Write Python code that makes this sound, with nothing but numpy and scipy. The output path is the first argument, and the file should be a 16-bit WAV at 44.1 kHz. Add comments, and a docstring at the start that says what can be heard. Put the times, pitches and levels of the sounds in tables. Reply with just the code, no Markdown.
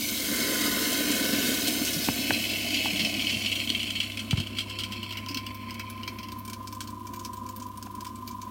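"""Tap and waste disposer in a kitchen sink.

A tap sprays into the sink and sets it ringing while the disposer under the drain spins.
The tap is shut; the rotor flings the remaining water round its chamber in ever sparser slaps,
until only the motor's hum, a throbbing whine and ticking drops are left.
Air glugs in the drain, the housing takes a few knocks, and the microphone is bumped."""
import sys
import numpy as np
from scipy import signal
from scipy.fft import rfft, irfft
from scipy.io import wavfile

SR = 44100
rng = np.random.default_rng(int(sys.argv[2]) if len(sys.argv) > 2 else 0)


def generate_wav(signal):
    """Clip the signal to [-1, 1] and save it as 16-bit WAV at the path in sys.argv[1]."""
    frames = np.transpose(np.atleast_2d(signal))
    scaled = np.clip(frames, -1, 1) * 32767
    pcm = np.round(scaled).astype(np.int16)
    wavfile.write(sys.argv[1], SR, pcm)


N = 374850
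T = np.arange(N) / SR
JETS_IN_S, TAP_SHUT_S, DRAINING_FROM_S, DRAINING_TO_S, DRY_S = 0.38, 1.5, 2.9, 3.1, 6.67
SLOSH_SHARE = .013  # sway of the chamber's mode pitches
CUTOFF_HZ = 16100


# droplet hiss spectrum: freq_hz, gain_db
SPRAY_SPECTRUM = [(900, -1), (1800, -44), (2800, 15.5), (3900, 12), (5000, 12), (6500, 13.5), (8500, 11.5),
                  (10500, 10), (13000, 11), (14800, 9)]
# splash resonances: pitch_hz, width_hz, gain_db
SPRAY_MODES = [(2876, 91, -2), (3890, 240, 2), (4370, 330, 2.5), (5035, 140, 4), (6060, 320, -1),
               (8620, 1140, -9.5)]
def spray():
    """Fine droplets hiss, hollowed by basin reflections; the splash shifts as the jets wander."""
    hiss = grains(per_s=9800, spread_db=2.8)
    lag_s = .00095 * (1 + .07 * drift(.9))
    reflections = .48 * np.interp(T - lag_s, T, hiss) + .25 * sink_echo(hiss, t60_s=.025)
    hiss = colour(hiss + reflections, SPRAY_SPECTRUM)
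    hiss *= flow(JETS_IN_S, TAP_SHUT_S, db=-32, rise_db_per_s=9, fall_db=7)
    drops = grains(per_s=2500, spread_db=3.2)
    splash = sum(from_db(db + 3 * drift(18)) * glide(drops, hz * 2 ** (.035 * drift(1.5)), width)
                 for hz, width, db in SPRAY_MODES)
    splash = rms_one(cut(splash, 2750, "high"))
    splash *= flow(JETS_IN_S, stop_s=1.8, db=-35, rise_db_per_s=3, fall_db=5.5)
    flutter = from_db(drift(25))
    foam = grains(per_s=3200, spread_db=4)
    foam = rms_one(resonate(resonate(foam, 14100, 4000), 14100, 4000))
    foam *= flow(JETS_IN_S, stop_s=2.1, db=-40, rise_db_per_s=-4, fall_db=12)
    run_off = from_db(-13 * since(3.68))
    return run_off * (flutter * hiss + foam + splash)


# basin wall resonances: pitch_hz, width_hz, gain_db
WALL_MODES = [(989, 24, -5.5), (1157, 37, -9.5), (1504, 49, 2), (1732, 18, 0), (1847, 63, -7),
              (2070, 33, -2), (2167, 36, 2.5), (3130, 43, -1), (3860, 42, -0.5)]
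# basin floor resonances: pitch_hz, width_hz, gain_db
FLOOR_MODES = [(387, 170, -3), (456, 34, 3.5), (488, 43, -3.5), (545.4, 31, 2.5)]
def basin():
    """The jets drum on the sink, ringing its walls, its floor and an air pocket."""
    jets = grains(per_s=3000, spread_db=3.5)
    film = 1 + .008 * drift(2.5)  # a water film loads the walls unevenly
    walls = sum((-1) ** k * from_db(db) * glide(jets, hz * film, width)
                for k, (hz, width, db) in enumerate(WALL_MODES))
    walls = rms_one(cut(walls, 890, "high", order=3))
    floor = rms_one(cut(cut(body(jets, FLOOR_MODES), 630, "low", order=6), 250, "high"))
    gain = flow(JETS_IN_S, TAP_SHUT_S, db=-35, rise_db_per_s=43, fall_db=13)
    return gain * (walls + from_db(-5.5) * floor) + air_pocket(jets)


def air_pocket(jets, closes_s=.7):
    """Air under the jets deepens as the drain fills; a lower resonance swells before it closes."""
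    pitch_hz = 2276 - 490 * np.minimum(T, closes_s)
    upper = rms_one(cut(rng.standard_normal(N), 91, "low") * np.sin(phase(pitch_hz)))
    lower = rms_one(cut(glide(jets, .66 * pitch_hz, 70), 1000, "high", order=3))
    return from_db(-41 - 47 * since(closes_s)) * (upper + from_db(-6 - 33 * until(closes_s)) * lower)


# rim splashes: start_s, level_db, pitch_hz
RIM_SPLASHES = [(0.401, -25, 3840), (0.61, -22, 3960), (0.925, -21, 3040), (1.111, -18, 3130),
                (1.458, -22, 4300), (1.671, -15.5, 3050), (1.847, -19, 5900), (1.869, -20, 3110),
                (1.93, -21, 5120), (2.042, -18.5, 3940)]
def splashes():
    """Sheets of water break on the drain's rim into a shower of drops."""
    out = np.zeros(N)
    for s, db, hz in RIM_SPLASHES:
        shower = droplets(burst(rise_s=.0025, decay_s=.02), per_s=5000)
        ring = resonate(shower, hz, 600) + from_db(-6.5) * resonate(shower, 4400, 5800)
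        add(out, s, db, cut(ring, 1500, "high"))
    return out


# wet chamber resonances: pitch_hz, width_hz, gain_db
WET_MODES = [(2222, 164, 12), (2657, 81, 17.5), (3067, 95, 17), (3385, 165, 9), (3930, 83, 4.5),
             (4330, 61, 13), (4585, 60, 7.5), (5140, 420, 2.5), (5740, 106, 4), (6990, 74, 0.5),
             (8050, 180, -4)]
# swirling water envelope: time_s, level_db
SWIRL_LEVEL = [(0, -46), (.4, -42.5), (1.4, -36.5), (2.1, -39.5), (2.3, -32), (2.65, -34), (2.78, -29.5),
               (3.05, -32), (3.45, -32.5), (4.25, -42.5), (5.1, -43.5), (5.7, -46), (6.25, -50),
               (6.42, -59)]
def swirl(sag_ends_s=3.2, emptied_s=5.14):
    """The rotor whips water round the chamber: a dense sizzle when full, quick spurts as it thins."""
    thinness = np.interp(T, [2.6, 3.6, 4.6, 5.6], [.4, .9, 1, .6])
    surge = 1.6 + thinness * (spurts(per_s=90, decay_s=.006) - .8)
    wash = grains(per_s=3500, spread_db=2.8) * surge
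    sag = np.where(T > sag_ends_s, 1, .982)  # a full chamber rings lower
    lowest, *upper = [
        (-1) ** k * from_db(db) * glide(wash, hz * sag * (1 + SLOSH_SHARE * drift(3.9)), width)
        for k, (hz, width, db) in enumerate(WET_MODES)]
    tilt_db = 4 * (T > emptied_s)
    ring = from_db(tilt_db) * lowest + from_db(-tilt_db) * sum(upper)
    return level(SWIRL_LEVEL, fade_db_per_s=25) * rms_one(cut(ring, 1280, "high", order=6))


# big slugs of water: start_s, level_db, pitch_hz, spatter_re_smack_db
BIG_SLAPS = [(2.333, -20, 2510, -4), (2.441, -26, 3360, -8), (2.705, -19.5, 3100, -14),
             (2.743, -17, 2800, -10), (2.77, -20.5, 2890, -4), (2.842, -22, 3000, 5),
             (2.933, -24, 2300, -17), (2.959, -20.5, 2470, -8), (2.993, -17, 2760, 0),
             (3.048, -17, 2500, -14), (3.14, -22.5, 3100, -23), (3.194, -19, 2940, -21),
             (3.221, -20, 3080, -25), (3.269, -14, 3000, -8.5), (3.3, -20.5, 2960, -5),
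             (3.345, -22, 2900, -14), (3.458, -18, 3200, 2), (3.516, -17.5, 3260, -4),
             (3.554, -21.5, 3140, 0), (3.6, -16, 3100, -15), (3.674, -18.5, 3200, -11),
             (3.693, -19, 3200, -12), (3.701, -12, 3200, -21), (3.748, -15, 2850, -8),
             (3.799, -20.5, 2940, 1), (3.83, -19, 3220, -15), (3.875, -26.5, 3120, 2),
             (3.904, -18.5, 3080, -12), (3.952, -20, 3100, 4), (4.001, -13, 3170, -7),
             (4.03, -22.5, 2620, 5), (4.119, -26, 3460, -11), (4.172, -22, 2460, -13),
             (4.192, -21.5, 2670, 1), (4.309, -15, 3050, -11), (4.371, -23, 3080, 5), (4.4, -21, 3080, -3),
             (4.47, -24.5, 3100, -13), (4.571, -27, 3180, 4), (4.585, -16, 3160, -2),
             (4.605, -22, 3120, -1), (4.696, -26, 3000, 2), (4.787, -20.5, 3200, 1), (4.802, -24, 2970, 5),
             (4.835, -20, 3120, -1.5), (4.921, -25, 3140, -2), (5.029, -25, 2900, -2),
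             (5.107, -29, 3260, -2), (5.124, -26.5, 3060, -7), (5.171, -25, 2840, -2),
             (5.262, -27.5, 3100, -23), (5.285, -25, 4940, 2), (5.31, -29, 5150, 3),
             (5.345, -19.5, 5240, -10), (5.371, -21, 2830, -5), (5.465, -25, 2940, -13),
             (5.707, -27.5, 2980, -10), (5.795, -25, 2160, -7), (6.032, -27, 2900, -7),
             (6.077, -22.5, 2210, -4.5), (6.186, -29.5, 2290, 1), (6.23, -32.5, 3000, 1),
             (6.285, -32.5, 2770, -7)]
def slaps(halving_s=3):
    """Each slug of water smacks the wall, rings the chamber and breaks into a short spatter."""
    out = np.zeros(N)
    chance = scattered(DRAINING_FROM_S, DRY_S, per_s=5.5, db=5, hz=2870, spread_db=3, octaves=.3)
    small = [(s, db + np.interp(s, *np.transpose(SWIRL_LEVEL)), hz, -20) for s, db, hz in chance]
    for s, db, hz, spatter_db in BIG_SLAPS + small:
        smack = burst(rise_s=.00015, decay_s=np.interp(spatter_db, [-18, -8], [.0015, .003]))
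        spatter = burst(rise_s=.0024, decay_s=.02 * .5 ** ((s - DRAINING_FROM_S) / halving_s))
        splash = smack + from_db(spatter_db) * spatter
        ring = strike(splash, WET_MODES, scatter_db=2) + from_db(15.5) * resonate(splash, hz, 260)
        # as the water thins, bare steel rings out louder and more mist flies, while its highest ring fades
        bare = np.interp(s, [3.8, 5], [.15, 1])
        steel = from_db(10.5) * resonate(splash, 5160, 640) + from_db(2.5) * resonate(splash, 1420, 280)
        steel += from_db(np.interp(s, [4.9, 5.5], [1.5, -14])) * resonate(splash, 7520, 200)
        fizz = from_db(np.interp(s, [4.6, 5.1], [-14, -4])) * resonate(splash, 13600, 2200)
        add(out, s, db, cut(ring, 2270, "high", order=4) + bare * cut(steel + fizz, 730, "high"))
    return out


# drain resonances: pitch_hz, width_hz, gain_db
DRAIN_MODES = [(227.7, 45, -1), (299.1, 21.7, 3.5), (352, 40, -10), (539.6, 14, -10), (629, 44, -11.5),
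               (717, 52, -15.5)]
def churn():
    """Air and water tumble in the drain and sound its low modes; a higher gargle joins as it empties."""
    bubbles = body(grains(per_s=900, spread_db=4.5), DRAIN_MODES)
    gurgle = rms_one(cut(cut(bubbles, 111, "high", order=4), 1200, "low", order=6))
    froth = grains(per_s=1500, spread_db=2.2)
    gargle = rms_one(cut(resonate(resonate(froth, 644, 81), 723, 290), 1450, "low", order=4))
    filling = from_db(np.interp(T, [.71, .93], [-2, 0]))
    fed = filling * flow(JETS_IN_S, TAP_SHUT_S, db=-31.5, rise_db_per_s=26, fall_db=8.5)
    draining = flow(DRAINING_FROM_S, DRAINING_TO_S, db=-40, rise_db_per_s=4, fall_db=13.5)
    return np.hypot(fed, draining) * gurgle + from_db(-7.5) * draining * gargle


# low glugs and one knock's thud: start_s, level_db, pitch_hz
GLUGS_AND_THUD = [(1.962, -28, 157), (2.188, -23, 228), (2.297, -20.5, 275), (2.405, -29.5, 232),
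                  (2.929, -29, 184), (3.002, -29, 186), (3.035, -26, 197), (3.182, -26, 238),
                  (3.698, -29.5, 265), (5.305, -31, 246), (5.358, -32, 246)]
def glugs():
    """Low glugs in the drain, the thud of the housing knock at 2.3 s, and burbles as the drain empties."""
    out = np.zeros(N)
    for s, db, hz in GLUGS_AND_THUD:
        add(out, s, db, rising_ring(hz, cycles=1.28, rise=.036))
    for s, db, hz in scattered(2.3, 3.75, per_s=22, db=-46.5, hz=537, spread_db=4, octaves=.4):
        add(out, s, db - 2 * max(s - DRAINING_TO_S, 0), rising_ring(hz, cycles=3, rise=.008))
    return out


# rotor speed, slowed a little by the water: time_s, turns_per_s
ROTOR_SPEED = [(0, 24.66), (.5, 24.58), (1.6, 24.58), (2.3, 24.67), (4, 24.694), (8.5, 24.696)]
# rotor tones: cycles_per_turn, level_db
ROTOR_TONES = [(2, -70.5), (4, -71), (8, -58), (9, -59.5), (10, -55.5), (12, -59.5), (14, -59.5), (21, -67)]
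# magnetic hum envelope: time_s, level_db
HUM_LEVEL = [(0, -55), (2.3, -48), (4.8, -43), (8.5, -49)]
# load rumble spectrum: freq_hz, gain_db
RUMBLE_SPECTRUM = [(45, -7), (90, -8), (135, -7.5), (170, -14.5), (225, 7), (290, -4.5), (370, -8),
                   (470, -22.5), (660, -14.5), (830, -27), (1000, -17), (1350, -20.5), (1850, -26.5),
                   (3000, -31), (8000, -35.5)]
def motor(mains_hz=50, drone_hz=66.4):
    """Magnetic hum at twice the mains rate, rotor tones, whine, and a rumble easing as water leaves."""
    turns = np.cumsum(np.interp(T, *np.transpose(ROTOR_SPEED))) / SR
    turns -= np.interp(7.016, T, turns)  # all rotor tones crest together here
    throb = whine(turns)
    hum = np.sqrt(2) * level(HUM_LEVEL) * np.sin(4 * np.pi * mains_hz * T)
    drone = np.sqrt(2) * from_db(-56) * np.sin(2 * np.pi * drone_hz * T)
    load = from_db(-43.5 - since(4.5) + 1.76 * drift(14))
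    rumble = load * cut(colour(rng.standard_normal(N), RUMBLE_SPECTRUM), 54, "high", order=5)
    return throb + hum + drone + tones(turns, ROTOR_TONES, waver_db=3.5) + rumble


# main whine tones: cycles_per_turn, gain_db
WHINE_TONES = [(41, -15), (42, -5), (52, -28)]
# main whine envelope, damped while water covers the rotor: time_s, gain_db
WHINE_GAIN = [(0, -56), (.6, -41), (2.2, -56.5), (4.67, -52), (4.72, -46), (5.2, -47), (5.25, -41.5),
              (8.5, -42)]
# tones that swell as the chamber runs dry: cycles_per_turn, gain_db
DRY_TONES = [(38, -14), (39, -3.5), (40, 13), (41, 5), (48, 1)]
def whine(turns, rasp_hz=992, rasp_width_hz=29):
    """Neighbouring rotor tones beat once a turn; a narrow ring, rubbed once a turn, adds a rasp."""
    main = level(WHINE_GAIN) * tones(turns, WHINE_TONES, waver_db=.8)
    running_dry = from_db(-60.5 - 10 * until(DRY_S + .14)) * tones(turns, DRY_TONES, waver_db=.8)
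    ring = resonate(rng.standard_normal(N), rasp_hz, rasp_width_hz)
    ring = rms_one(resonate(ring, rasp_hz, rasp_width_hz))
    rasp = from_db(-55 - 60 * until(4.66)) * ring * (1 + .39 * np.cos(2 * np.pi * turns))
    return (main + running_dry) * from_db(1.5 * drift(12)) + rasp


# empty chamber resonances: pitch_hz, width_hz, gain_db
EMPTY_MODES = [(1590, 280, 4.5), (2340, 50, 7.5), (2660, 140, -2), (3130, 210, 5.5), (3550, 140, 3),
               (4030, 480, 0), (4550, 170, 5.5), (5250, 700, 1.5), (6360, 1900, 1), (8000, 900, -7.5),
               (9130, 800, -8.5), (11700, 2100, -12)]
# last drops on the grinding ring: start_s, level_db, pitch_hz, fizz_db
LAST_DROPS = [(5.545, -33, 5200, 6), (5.742, -34.5, 4500, -6), (5.899, -30.5, 11000, -2),
              (6.319, -31, 4230, -5), (6.385, -36, 13000, 15), (6.45, -33.5, 8900, 0),
              (6.477, -31, 7260, -8), (6.498, -29.5, 7400, -6), (6.531, -27.5, 4460, -9),
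              (6.672, -30, 5170, -9), (6.725, -33, 5320, 0), (6.748, -37, 8000, 1), (6.805, -26, 3340, -10),
              (6.82, -37, 5400, -6), (6.873, -33, 4400, -2), (6.902, -42, 8000, 0), (7.069, -35, 6000, -3),
              (7.135, -34, 2260, -1), (7.16, -37, 7000, 4), (7.193, -33, 6640, -3),
              (7.248, -28.5, 5470, -7), (7.332, -36.5, 8340, 5), (7.369, -40.5, 7000, 1),
              (7.463, -39, 6000, -3), (7.488, -32.5, 7100, 2), (7.561, -31.5, 9400, 12),
              (7.598, -37, 6000, -4), (7.622, -35, 6500, -6), (7.685, -41, 12000, 6), (7.773, -35, 9100, 0),
              (7.826, -29, 5060, -4), (7.861, -41, 6500, -8), (7.95, -38, 9000, 0), (8.006, -32.5, 5040, 1),
              (8.046, -31, 2410, -6), (8.067, -34, 5200, -4), (8.157, -38, 7740, -4),
              (8.275, -28.5, 4760, 3.5), (8.311, -38, 6000, -2), (8.415, -33.5, 6260, -4)]
def ticks():
    """Single drops crack and scatter, ringing the empty chamber and throwing off fizz."""
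    out = np.zeros(N)
    small = scattered(DRY_S, T[-1], per_s=2.6, db=-43.5, hz=5760, spread_db=3, octaves=1)
    for s, db, hz, fizz_db in LAST_DROPS + [(*row, 0) for row in small]:
        crack = burst(rise_s=.00039, decay_s=.0058)
        tail = burst(rise_s=.0028, decay_s=rng.uniform(.0047, .014))
        splash = crack + from_db(10) * droplets(tail, per_s=3000)
        ring = body(splash, EMPTY_MODES, sign=1) + from_db(5.5) * resonate(splash, hz, 840)
        fizz = from_db(fizz_db + 3) * resonate(splash, 14300, 3100)
        add(out, s, db, cut(cut(ring + fizz, 960, "high"), CUTOFF_HZ, "low", order=6))
    return out


# hard knocks: start_s, level_db, centre_hz, contact_decay_s, rolloff_db_per_octave
HOUSING_KNOCKS = [(2.085, -12.5, 950, .003, 2), (2.305, -11, 1550, .003, 3), (2.856, -20, 760, .0035, 4),
                  (7.868, -35.5, 985, .0031, 4)]
# housing resonances: pitch_hz, width_hz, gain_db
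HOUSING_MODES = [(255, 55, 12), (520, 320, -4), (780, 230, .5), (1080, 240, -3), (1500, 260, -2),
                 (2480, 510, -3)]
def knocks(seats_s=.0015):
    """Each knock scuffs, then seats with one hard click that rings the housing."""
    out = np.zeros(N)
    for s, db, centre_hz, decay_s, rolloff in HOUSING_KNOCKS:
        modes = [(hz, width, gain_db - rolloff * abs(np.log2(hz / centre_hz)))
                 for hz, width, gain_db in HOUSING_MODES]
        contact = burst(rise_s=.0008, decay_s=decay_s)
        contact[int(seats_s * SR)] += from_db(14)
        add(out, s, db, body(contact, modes))
    return out


# low thuds: start_s, level_db
LOW_THUDS = [(2.091, -27), (2.316, -31), (3.358, -33), (4.329, -15), (4.376, -21), (4.397, -27)]
def thuds():
    """Low thuds sinking in pitch: two under the housing knocks, the later ones microphone bumps."""
    out = np.zeros(N)
    t = T[:SR // 8]
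    pitch_hz = 55 + 210 * np.exp(-t / .0085)
    thud = np.sin(phase(pitch_hz)) * t ** 2 * np.exp(-t / .0038)
    for s, db in LOW_THUDS:
        add(out, s, db, thud)
        add(out, s, db - 11.5, cut(burst(rise_s=.0005, decay_s=.0061), 1400, "low"))  # dull scuff
    return out


# mist spectrum: freq_hz, gain_db
MIST_SPECTRUM = [(1200, -18), (1900, -2), (3000, 9), (4500, 0), (6500, -3), (8500, -4), (10500, 3),
                 (13000, 3.5), (15500, 4)]
# dulling of the middle treble: time_s, lost_share
MIST_DULLING = [(4.9, 0), (5.5, 0.5), (6.0, 0.8), (6.45, 0.1)]
def mist():
    """The wet rotor throws off a bright fizz in spurts, over a faint crackle in the chamber."""
    surge = 1.2 + .7 * spurts(per_s=36, decay_s=.006)
    drops = colour(grains(per_s=7000, spread_db=2.4), MIST_SPECTRUM)
    crackle = rms_one(body(grains(per_s=700, spread_db=3.5), EMPTY_MODES, sign=1))
    fizz = from_db(-58.5) * rms_one(surge * drops) + from_db(-63) * crackle
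    return fizz - np.interp(T, *np.transpose(MIST_DULLING)) * resonate(fizz, 7000, 4000)


def hollow(x, from_s=3.4, ramp_s=.13, octaves_per_s=.18):
    """The chamber's anti-resonance: a shallow notch that climbs as it empties."""
    notch_hz = 5170 * 2 ** (octaves_per_s * since(from_s))
    depth = .49 * np.minimum(np.minimum(since(from_s), until(DRY_S)) / ramp_s, 1)
    carrier = np.exp(1j * phase(notch_hz))
    band = 2 * np.real(cut(x / carrier, 1230, "low", order=1) * carrier)
    return x - depth * band


def sink_echo(x, t60_s):
    """Dense short reflections from the basin and the kitchen."""
    t = T[:9000]
    tail = rng.standard_normal(len(t)) * from_db(-60 * t / t60_s) * (t > .002)
    return signal.fftconvolve(x, tail / np.linalg.norm(tail))[:N]


def strike(splash, modes, scatter_db):
    """Every blow lands elsewhere: it weights the modes anew and finds them swayed by the water."""
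    swayed = [(hz * (1 + SLOSH_SHARE * rng.normal()), width, db + scatter_db * rng.normal())
              for hz, width, db in modes]
    return body(splash, swayed)


def rising_ring(hz, cycles, rise):
    """A tone swells and dies; its pitch climbs by the share rise per decay time of some cycles."""
    age = T[:int(10 * cycles / hz * SR)] * hz / cycles
    return np.sin(2 * np.pi * cycles * (age + rise * age ** 2 / 2)) * age * np.exp(-age)


def tones(turns, orders, waver_db):
    """Multiples of the turning rate, in step once a turn, each wavering in level."""
    return np.sqrt(2) * sum(from_db(db + waver_db * drift(1.4)) * np.cos(2 * np.pi * k * turns)
                            for k, db in orders)


def grains(per_s, spread_db):
    """Random tiny impacts of uneven size; rms 1."""
    sizes = from_db(spread_db * np.minimum(rng.exponential(1, N), 4)) * rng.choice([-1, 1], N)
    return rms_one(droplets(sizes, per_s))


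def droplets(x, per_s):
    """Thin a signal to isolated random clicks."""
    return x * (rng.random(len(x)) < per_s / SR)


def spurts(per_s, decay_s):
    """Random sudden surges that die away; rms 1."""
    starts = (rng.random(N) < per_s / SR) * rng.uniform(.14, 1, N)
    return rms_one(signal.lfilter([1], [1, -np.exp(-1 / (decay_s * SR))], starts + 1e-18))


def burst(rise_s, decay_s):
    """Noise with a quick rise and an exponential tail."""
    t = T[:4400]
    return rng.standard_normal(len(t)) * (1 - np.exp(-t / rise_s)) * np.exp(-t / decay_s)


def scattered(from_s, to_s, per_s, db, hz, spread_db, octaves):
    """One random event per equal time slot: start_s, level_db, pitch_hz."""
    slots_s = np.arange(from_s, to_s, 1 / per_s)
    when, size, pitch = rng.random((len(slots_s), 3)).T
    level_db = db + spread_db * (2 * size - 1)
    pitch_hz = hz * 2 ** (octaves * (2 * pitch - 1))
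    return [row for row in zip(slots_s + when / per_s, level_db, pitch_hz) if row[0] < to_s]


def drift(hz, hop=40):
    """Smooth random wander below hz; rms about 1."""
    r = np.exp(-2 * np.pi * hop * hz / SR)
    slow = signal.lfilter([1], [1, -2 * r, r * r], rng.standard_normal(N // hop + 2002))[2000:]
    return np.interp(np.arange(N) / hop, np.arange(len(slow)), rms_one(slow))


def flow(full_s, stop_s, db, rise_db_per_s, fall_db):
    """Water gain: ramps to db, holds, loses fall_db in the first second, then fades more slowly."""
    return from_db(db - rise_db_per_s * until(full_s) - fall_db * since(stop_s) ** .79)


def level(rows, fade_db_per_s=20):
    """Gain along a dB curve, fading past its end."""
    s, db = np.transpose(rows)
    return from_db(np.interp(T, s, db) - fade_db_per_s * since(s[-1]))


def body(x, modes, sign=-1):
    """Parallel resonances; alternating signs fill the valleys, like signs leave notches."""
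    return sum(sign ** k * from_db(db) * resonate(x, hz, width)
               for k, (hz, width, db) in enumerate(modes))


def resonate(x, hz, width_hz):
    """One resonance with unit peak gain."""
    r = np.exp(-np.pi * width_hz / SR)
    feedback = [1, -2 * r * np.cos(2 * np.pi * hz / SR), r * r]
    return signal.lfilter(np.array([1, 0, -1]) * (1 - r * r) / 2, feedback, x + 1e-18)


def glide(x, hz, width_hz):
    """A resonance whose centre follows the curve hz."""
    angle = phase(hz)
    r = np.exp(-np.pi * width_hz / SR)
    return 2 * sum(carrier * signal.lfilter([1 - r], [1, -r], x * carrier + 1e-18)
                   for carrier in (np.cos(angle), np.sin(angle)))


def colour(x, spectrum):
    """Give a signal a smooth spectrum; rms 1."""
    hz, db = np.transpose(spectrum)
    bins_hz = np.maximum(np.arange(N // 2 + 1) * SR / N, 1)
    return rms_one(irfft(rfft(x) * from_db(np.interp(np.log(bins_hz), np.log(hz), db)), N))


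def cut(x, hz, kind, order=2):
    """Butterworth low- or high-pass."""
    return signal.sosfilt(signal.butter(order, hz, kind, fs=SR, output="sos"), x)


def add(out, start_s, level_db, sound):
    """Mix a sound in, its eight largest samples averaging level_db."""
    start = int(start_s * SR)
    crest = np.sort(np.abs(sound))[-8:].mean()
    out[start:start + len(sound)] += (from_db(level_db) * sound / crest)[:N - start]


def phase(hz):
    """Running phase of a pitch curve, in radians."""
    return 2 * np.pi * np.cumsum(hz) / SR


def since(s):
    """Seconds after a moment, zero before it."""
    return np.maximum(T - s, 0)


def until(s):
    """Seconds before a moment, zero after it."""
    return np.maximum(s - T, 0)


def from_db(db):
    """Decibels to gain."""
    return 10 ** (np.asarray(db) / 20)


def rms_one(x):
    """Scale to unit rms."""
    return x / np.sqrt(np.mean(x ** 2) + 1e-20)


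def scene():
    """All sources at one microphone above the drain."""
    hits = splashes() + slaps() + ticks()
    water = hollow(spray() + mist() + swirl() + hits + from_db(-9.5) * sink_echo(hits, t60_s=.11))
    return (motor() + water + basin() + churn() + glugs() + knocks() + thuds())[None]


def record(dry):
    """Steep low-pass on the top treble."""
    return signal.sosfilt(signal.ellip(12, .1, 80, CUTOFF_HZ, fs=SR, output="sos"), dry)


dry = scene()
out = record(dry)
generate_wav(out)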